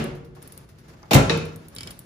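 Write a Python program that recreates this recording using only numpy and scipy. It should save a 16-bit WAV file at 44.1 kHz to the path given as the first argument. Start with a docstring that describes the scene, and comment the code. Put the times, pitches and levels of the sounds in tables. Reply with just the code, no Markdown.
"""Microwave door pushed shut

An earlier knock hums on in a kitchen while scuffs, soft bumps and small sharp ticks come and go.
Heard close by, hooks meet a catch, a latch snaps, the door thumps on the hollow case and a clack follows inside.
Then a dial turns through a few detents. Blows are shaped bursts of banded noise; ringing parts are decaying sines.
Rumble and rustle are coloured noise; the mix leans slightly left."""
import sys
import numpy as np
from scipy import signal
from scipy.io import wavfile

SR = 44100
rng = np.random.default_rng(int(sys.argv[2]) if len(sys.argv) > 2 else 0)


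def generate_wav(signal):
    """Clip the signal to [-1, 1] and save it as 16-bit WAV at the path in sys.argv[1]."""
    frames = np.transpose(np.atleast_2d(signal))
    scaled = np.clip(frames, -1, 1) * 32767
    pcm = np.round(scaled).astype(np.int16)
    wavfile.write(sys.argv[1], SR, pcm)


N = 90404
AGE = np.arange(SR) / SR   # time since a sound began, s
EDGES_HZ = 22 * 2 ** (np.arange(30) / 3)   # third octaves
CENTRES_HZ = np.sqrt(EDGES_HZ[1:] * EDGES_HZ[:-1])
MODE_SWELL_CYCLES = 2.33   # high modes speak at once, low ones bloom
WAVER = 0.35   # depth of a mode's swings, in log gain and in radians of phase

# correlation of the left and right channels: (frequency [Hz], likeness [-1 to 1])
STEREO_LIKENESS = [(60, 1), (170, 0.91), (350, 0.84), (700, 0.09), (1300, -0.017), (2600, 0.13),
                   (5000, 0.12), (12000, 0.055)]


def from_db(db):
    """Decibels to gain."""
    return 10 ** (np.asarray(db) / 20)


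def at_bands(points):
    """Reads a table over frequency at the band centres, on a logarithmic frequency axis."""
    hz, value = np.transpose(points)
    return np.interp(np.log(CENTRES_HZ), np.log(hz), value)


def dying(t60):
    """One second of exponential decay, falling 60 dB in t60 seconds."""
    return np.exp(-np.log(1000) * AGE / t60)


def add(out, s, sound):
    """Mixes a sound in at time s, trimming whatever falls outside the scene."""
    start = int(round(s * SR))
    first, last = max(start, 0), min(start + sound.shape[-1], N)
    out[:, first:last] += sound[..., first - start:last - start]


def noise_bands():
    """White noise in third octaves, nearly mono in the bass and wide above: bands x 2 x N."""
    white = rng.standard_normal((2, 2, N + SR // 2))
    likeness = np.clip(at_bands(STEREO_LIKENESS), -.99, .995)
    bands = []
    for k, alike in enumerate(likeness):
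        sos = signal.butter(2, EDGES_HZ[k:k + 2], "band", fs=SR, output="sos")
        # neighbouring bands use different noise; the filter's start-up is dropped
        mid, side = signal.sosfilt(sos, white[k % 2])[:, -N:]
        common = np.sqrt((1 + alike) / 2) * mid
        opposed = np.sqrt((1 - alike) / 2) * side * [[1], [-1]]
        bands.append(common + opposed)
    return np.array(bands, dtype=np.float32)


def blows(bands, rows, colour, ring_s, room_db, crack=0):
    """Each blow is a noise burst with a short ring (t60 ring_s) and a kitchen tail; low bands build up later."""
    # decay of the kitchen: (frequency [Hz], t60 [s])
    room_t60 = [(60, 1), (150, 0.96), (450, 0.61), (1000, 0.64), (2500, 0.5), (5000, 0.48), (9000, 0.43),
                (14000, 0.21)]
    swell_cycles, room_build_s, crack_s = 0.51, 0.004, 0.0022   # crack: t60 of the sharp first instant
    tilt_pivot_hz = 4000
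    quiet_db = -27   # blows at or below this level are cut to a third of a second

    out, age = np.zeros((2, N)), AGE.astype(np.float32)
    room = np.exp(np.outer(-np.log(1000) / at_bands(room_t60), age).astype(np.float32))
    build = (from_db(room_db) * (1 - np.exp(-AGE / room_build_s))).astype(np.float32)
    swell = np.minimum(np.outer((CENTRES_HZ / swell_cycles).astype(np.float32), age), 1)
    own_ring = (dying(ring_s) + crack * dying(crack_s)).astype(np.float32)
    shape = swell * (own_ring + build * room)
    octaves = np.log2(CENTRES_HZ / tilt_pivot_hz)
    for s, db, *tilt in rows:
        gains = from_db(db + at_bands(colour) + sum(tilt) * octaves).astype(np.float32)
        size = SR if db > quiet_db else SR // 3
        start = rng.integers(N - SR)   # a random stretch of noise for each blow
        noise = bands[:, :, start:start + size]
        add(out, s, np.einsum("bct,bt->ct", noise, shape[:, :size] * gains[:, None]))
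    return out


def ringing(modes, swell_cycles=MODE_SWELL_CYCLES, waver=WAVER):
    """Struck modes swell, waver and die as sines; less alike frequencies differ more in phase left to right."""
    wavers_per_s = 29.3
    out = np.zeros((2, SR))
    for k, (hz, db, t60) in enumerate(modes):
        alike = np.interp(hz, CENTRES_HZ, at_bands(STEREO_LIKENESS))
        apart = np.arccos(np.clip(alike, -1, 1)) / 2 * (-1) ** k   # the leading side alternates
        walks = rng.standard_normal(size=(2, 100))
        swing, slip = (waver * np.interp(AGE * wavers_per_s, np.arange(len(w)), w) for w in walks)
        swell = 1 - np.exp(-(AGE * hz / swell_cycles) ** 2)
        strength = from_db(db) * swell * dying(t60) * np.exp(swing)
        out += strength * np.sin(2 * np.pi * hz * AGE + slip + [[apart], [-apart]])
    return out


def wash(bands, colour):
    """Steady coloured noise, rms 1."""
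    x = np.einsum("bct,b->ct", bands, from_db(at_bands(colour)).astype(np.float32))
    return x / x.std()


def without_bass(x):
    """Small hard parts radiate little deep bass, so their contacts are high-passed."""
    # the tiny offset keeps the filter out of denormal numbers
    return signal.sosfilt(signal.butter(4, 101, "high", fs=SR, output="sos"), x + 1e-18)


def hooks(bands):
    """The hooks strike the catch: two hard contacts, and the brief ring of the catch."""
    # contacts: (time [s], level [dB], tilt [dB per octave])
    contacts = [(1.109, -7.5, 1.5), (1.1118, -13.5, -1.5)]
    # spectrum of a contact: (frequency [Hz], level [dB])
    colour = [(40, -20), (130, 5.5), (400, 0), (750, 5), (1400, -7.5), (2400, -4), (4500, -10),
              (8000, -19.5), (14000, -19.5)]
    # resonances of the catch: (frequency [Hz], level [dB], t60 [s])
    catch_modes = [(466, 10.5, 0.074), (642, -1.5, 0.18), (1017, -5.5, 0.11), (2420, -4.5, 0.03),
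                   (4820, -4, .05)]
    out = without_bass(blows(bands, contacts, colour, ring_s=0.055, room_db=-2.5))
    add(out, contacts[0][0], from_db(-18) * ringing(catch_modes))
    return out


def latch(bands):
    """The latch snaps over in a quick run of bright contacts and sets off the door's metal skin."""
    # snaps: (time [s], level [dB], tilt [dB per octave])
    snaps = [(1.132, -12, -0.5), (1.1341, -10.5, -5), (1.1389, -14, -5.5), (1.1438, -10.5, 1),
             (1.1482, -14.5, -2.5), (1.1603, -13.5, -2.5)]
    # spectrum of a snap: (frequency [Hz], level [dB])
    colour = [(200, -2), (700, -4.5), (2000, 1.5), (3800, 6), (5500, 0.5), (7500, 3.5), (10000, 2.5),
              (14000, 3)]
    # resonances of the door's skin: (frequency [Hz], level [dB], t60 [s])
    skin_modes = [(1007.6, -3.5, 0.55), (1008, -7, .35), (1206, -3, 0.3), (1344, -3.5, 0.67),
                  (1374, -3, 0.74), (1494, -13, 0.42), (2090, 6, 0.17), (2490, -7, 0.63), (2687, -2, 0.11),
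                  (3190, -3.5, 0.34), (3820, -7, 0.17), (7580, -4, 0.2)]
    skin_s, skin_db = 1.147, -23.5
    out = without_bass(blows(bands, snaps, colour, ring_s=0.026, room_db=-19.5))
    add(out, skin_s, from_db(skin_db) * ringing(skin_modes))
    return out


def slam(bands):
    """The door lands and chatters; its weight pushes the hollow case, which booms at its low modes."""
    # landings: (time [s], level [dB])
    landings = [(1.1515, -1.5), (1.165, -6.5), (1.178, -18), (1.185, -10)]
    # spectrum of a landing: (frequency [Hz], level [dB])
    colour = [(30, -26), (70, -5), (130, 11), (240, 0.5), (600, 6), (1000, -4.5), (2100, -6.5), (4000, -15),
              (8000, -20), (14000, -33)]
    # resonances of the case: (frequency [Hz], level [dB], t60 [s])
    case_modes = [(60.7, -25, 0.57), (103.4, -21.5, 0.5), (121.5, -15, 0.3), (134.2, -1.5, 0.12),
                  (166.6, -21, 0.44), (209, -13, 0.19), (268, -14, 0.29), (324, -26.5, 0.36),
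                  (409.3, -23, 0.37), (533.3, -23.5, 0.49), (646.7, -22, 0.18), (672, -21.5, 0.34),
                  (788, -28, 0.35)]
    thump_s, thump_db = 1.148, 4.5
    out = without_bass(blows(bands, landings, colour, ring_s=0.056, room_db=-7))
    add(out, thump_s, from_db(thump_db) * ringing(case_modes, swell_cycles=0.65, waver=0.075))
    return out


def clack(bands):
    """A part inside drops home and rings the sheet metal, whose modes beat near 2.5 kHz."""
    # contacts: (time [s], level [dB])
    contacts = [(1.2963, -10), (1.304, -18)]
    # spectrum of a contact: (frequency [Hz], level [dB])
    colour = [(60, -27), (100, -6), (170, 13), (280, 5), (450, 11.5), (700, -3.5), (1300, 2), (2900, -1),
              (4200, -1), (6000, -8.5), (8000, -13.5), (14000, -29)]
    # resonances of the sheet metal: (frequency [Hz], level [dB], t60 [s])
    panel_modes = [(91.1, -7, 1), (157.9, 2, 0.73), (350.3, 0, 0.37), (440, 5, 0.1), (463, 5.5, 0.48),
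                   (892, -1.5, 0.3), (1134, -1.5, 0.14), (1410, -10, 0.2), (1861, 2.5, 0.059),
                   (2379, -14, 0.53), (2546, -6.5, 0.41), (2595, -5, 0.43), (3090, -14, 0.53),
                   (3810, -0.5, 0.1), (3940, 5, 0.074), (4380, 3, 0.04)]
    out = without_bass(blows(bands, contacts, colour, ring_s=0.022, room_db=-8))
    add(out, contacts[0][0], from_db(-24.5) * ringing(panel_modes, waver=0.44))
    return out


def dial(bands):
    """Each detent clicks at a listed pitch, between about 4 and 5 kHz, and rings the plastic knob."""
    # detents: (time [s], level [dB], pitch of the click [Hz])
    detents = [(1.763, -35, 3960), (1.7842, -33.5, 4480), (1.8074, -32.5, 4900), (1.8317, -34.5, 5070),
               (1.873, -35.5, 5070), (1.9074, -39, 4730)]
    # spectrum of a click: (frequency [Hz], level [dB])
    colour = [(150, 19.5), (600, -5), (1300, 3), (2300, 6.5), (4500, 7.5), (6500, -2), (10000, 6.5),
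              (14000, -5)]
    # resonances of the knob: (frequency [Hz], level [dB], t60 [s])
    knob_modes = [(2280, -8, 0.1), (3040, -5.5, 0.07), (3270, -1, 0.096), (4620, -3, 0.038),
                  (5220, -5.5, 0.055), (7440, 1.5, 0.016), (10170, 7.5, 0.01)]
    click_ring_s = 0.018
    knob_db, ping_db = -3, 9.5   # the ping is one more mode, at the listed pitch
    clicks = [(s, db) for s, db, _ in detents]
    out = blows(bands, clicks, colour, click_ring_s, room_db=-18.5)
    for s, db, hz in detents:
        ping = (hz, ping_db, click_ring_s)
        add(out, s, from_db(db + knob_db) * ringing(knob_modes + [ping]))
    return out


def through_body(x):
    """The oven's body lifts some narrow frequency regions and swallows others."""
    # resonances and hollows: (frequency [Hz], width [Hz], gain [dB])
    body = [(1935, 71, -7.5), (2650, 140, 1.5), (3290, 350, -5.5), (3760, 290, 2), (4040, 120, -4.5),
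            (4850, 280, -5.5), (5940, 200, 3.5)]
    for hz, width_hz, db in body:
        region = signal.lfilter(*signal.iirpeak(hz, hz / width_hz, fs=SR), x + 1e-18)
        x = x + (from_db(db) - 1) * region
    return x


def knock(bands):
    """An earlier knock: two dull blows whose long resonances hum on."""
    # blows, the first before the scene starts: (time [s], level [dB])
    raps = [(-.02, -17.5), (.016, -34.5)]
    # spectrum of a blow: (frequency [Hz], level [dB])
    colour = [(30, -2), (70, 2), (150, 1), (400, 2.5), (900, -7.5), (2500, -10.5), (6000, -23.5),
              (14000, -31)]
    # resonances left humming: (frequency [Hz], level [dB], t60 [s])
    hum_modes = [(141.7, -4.5, 1.45), (161.3, -3.5, 0.63), (227.3, 4.5, 0.31), (366.5, -11, 1.45),
                 (455, -13.5, 1.2), (472.6, -11.5, 1.25), (582, -16.5, 1.24), (1400, -18.5, 0.94),
                 (2130, -20, 0.71), (2799, -19, 0.57)]
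    out = blows(bands, raps, colour, ring_s=0.081, room_db=5.5)
    for s, db in raps:
        add(out, s, from_db(db - 11) * ringing(hum_modes))
    return out


def bumps(bands):
    """Soft bumps of handling: dull noise bursts centred on the middle frequencies."""
    # bumps: (time [s], level [dB])
    touches = [(.366, -43), (.595, -53.5), (.948, -49), (1.031, -39.5)]
    # spectrum of a bump: (frequency [Hz], level [dB])
    colour = [(100, -17), (400, 0), (750, 11.5), (1400, 3), (2500, -14), (5000, -29), (14000, -37)]
    return blows(bands, touches, colour, ring_s=0.1, room_db=-11)


def scuffs(bands):
    """Soft scuffs of movement: faint, brighter noise bursts."""
    # scuffs: (time [s], level [dB])
    rubs = [(.150, -51), (.246, -54.5), (0.35, -54), (0.419, -49), (0.524, -52), (0.689, -51.5),
            (.785, -52), (0.882, -52.5)]
    # spectrum of a scuff: (frequency [Hz], level [dB])
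    colour = [(300, -17), (1500, 7), (3000, -2), (5500, 2), (8000, -7.5), (10500, 4), (14000, -2)]
    return blows(bands, rubs, colour, ring_s=0.083, room_db=-8.5)


def clink():
    """One tiny clink as the door swings: a few high modes that die at once."""
    # resonances of the clink: (frequency [Hz], level [dB], t60 [s])
    clink_modes = [(4920, 5.5, 0.015), (5300, 0, 0.016), (6060, 1.5, 0.014)]
    out = np.zeros((2, N))
    add(out, 1.0295, from_db(-43) * ringing(clink_modes))
    return out


def small_ticks(bands):
    """Small sharp ticks: treble bursts with an extra crack in their first instant."""
    # ticks: (time [s], level [dB])
    times = [(0.0415, -27.5), (0.426, -30.5), (0.4756, -30), (0.5218, -28), (0.5769, -28.5), (1.374, -28),
             (1.454, -32), (1.56, -31), (1.6838, -30), (1.7504, -28.5), (1.9055, -29), (1.9126, -31),
             (1.991, -26)]
    # spectrum of a tick: (frequency [Hz], level [dB])
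    colour = [(300, -13), (1500, -33), (4000, -15), (7000, -29), (10200, 2), (12000, -3.5), (14000, -7),
              (16000, -6)]
    return blows(bands, times, colour, ring_s=0.026, room_db=-19.5, crack=from_db(4))


def rustle(bands):
    """Faint rustle of movement: coloured noise with a drawn level and a fast random flutter."""
    # course of the rustle: (time [s], level [dB])
    course = [(0, -63), (.33, -77), (0.362, -55.5), (.43, -48.5), (.61, -51), (.67, -60.5), (.78, -61.5),
              (.87, -53), (1.0, -54.5), (1.08, -52.5), (1.7, -53), (1.9, -45), (2.05, -55)]
    # spectrum of the rustle: (frequency [Hz], level [dB])
    colour = [(100, 6), (400, 1.5), (800, -4.5), (1600, -6), (3000, -14.5), (5500, -14), (8000, -21),
              (14000, -21.5)]
    flutter_db, flutters_per_s = 3, 70
    t = np.arange(N) / SR
    flutter = np.interp(t * flutters_per_s, np.arange(SR), rng.standard_normal(SR))
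    level_db = np.interp(t, *np.transpose(course)) + flutter_db * flutter
    # noise run backwards, so that it does not follow the rumble
    return from_db(level_db) * wash(bands[:, :, ::-1], colour)


def rumble(bands):
    """Low room rumble: steady noise with most of its weight in the bass."""
    # spectrum of the rumble: (frequency [Hz], level [dB])
    colour = [(25, -14), (60, 1), (140, 2), (250, -6.5), (450, -11.5), (800, -22), (3000, -31.5),
              (14000, -52)]
    return from_db(-50) * wash(bands, colour)


def scene():
    """All sources together, a little to the left; door, clack and dial pass through the oven's body."""
    bands = noise_bands()
    door = hooks(bands) + latch(bands) + slam(bands)
    oven = through_body(door + clack(bands) + dial(bands))
    handling = bumps(bands) + scuffs(bands) + clink()
    background = rustle(bands) + rumble(bands)
    mix = oven + knock(bands) + handling + small_ticks(bands) + background
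    left_db = 0.36   # left over right
    return mix * from_db([[left_db / 2], [-left_db / 2]])


def overload(x):
    """Rounds the highest peaks smoothly towards full scale and leaves the rest nearly untouched."""
    full_scale = 0.94
    return x / (1 + (x / full_scale) ** 8) ** (1 / 8)


def record(dry):
    """The deepest bass is removed and two treble regions are thinned; peaks are rounded, the top is cut."""
    # thinned treble regions: (frequency [Hz], width [Hz])
    treble_dips = [(8450, 920), (12050, 2650)]
    low_hz, cutoff_hz = 42, 14800
    dry = signal.sosfilt(signal.butter(3, low_hz, "high", fs=SR, output="sos"), dry)
    for hz, width_hz in treble_dips:
        dry = signal.lfilter(*signal.iirnotch(hz, hz / width_hz, fs=SR), dry)
    return signal.sosfilt(signal.butter(22, cutoff_hz, fs=SR, output="sos"), overload(dry))


dry = scene()
out = record(dry)
generate_wav(out)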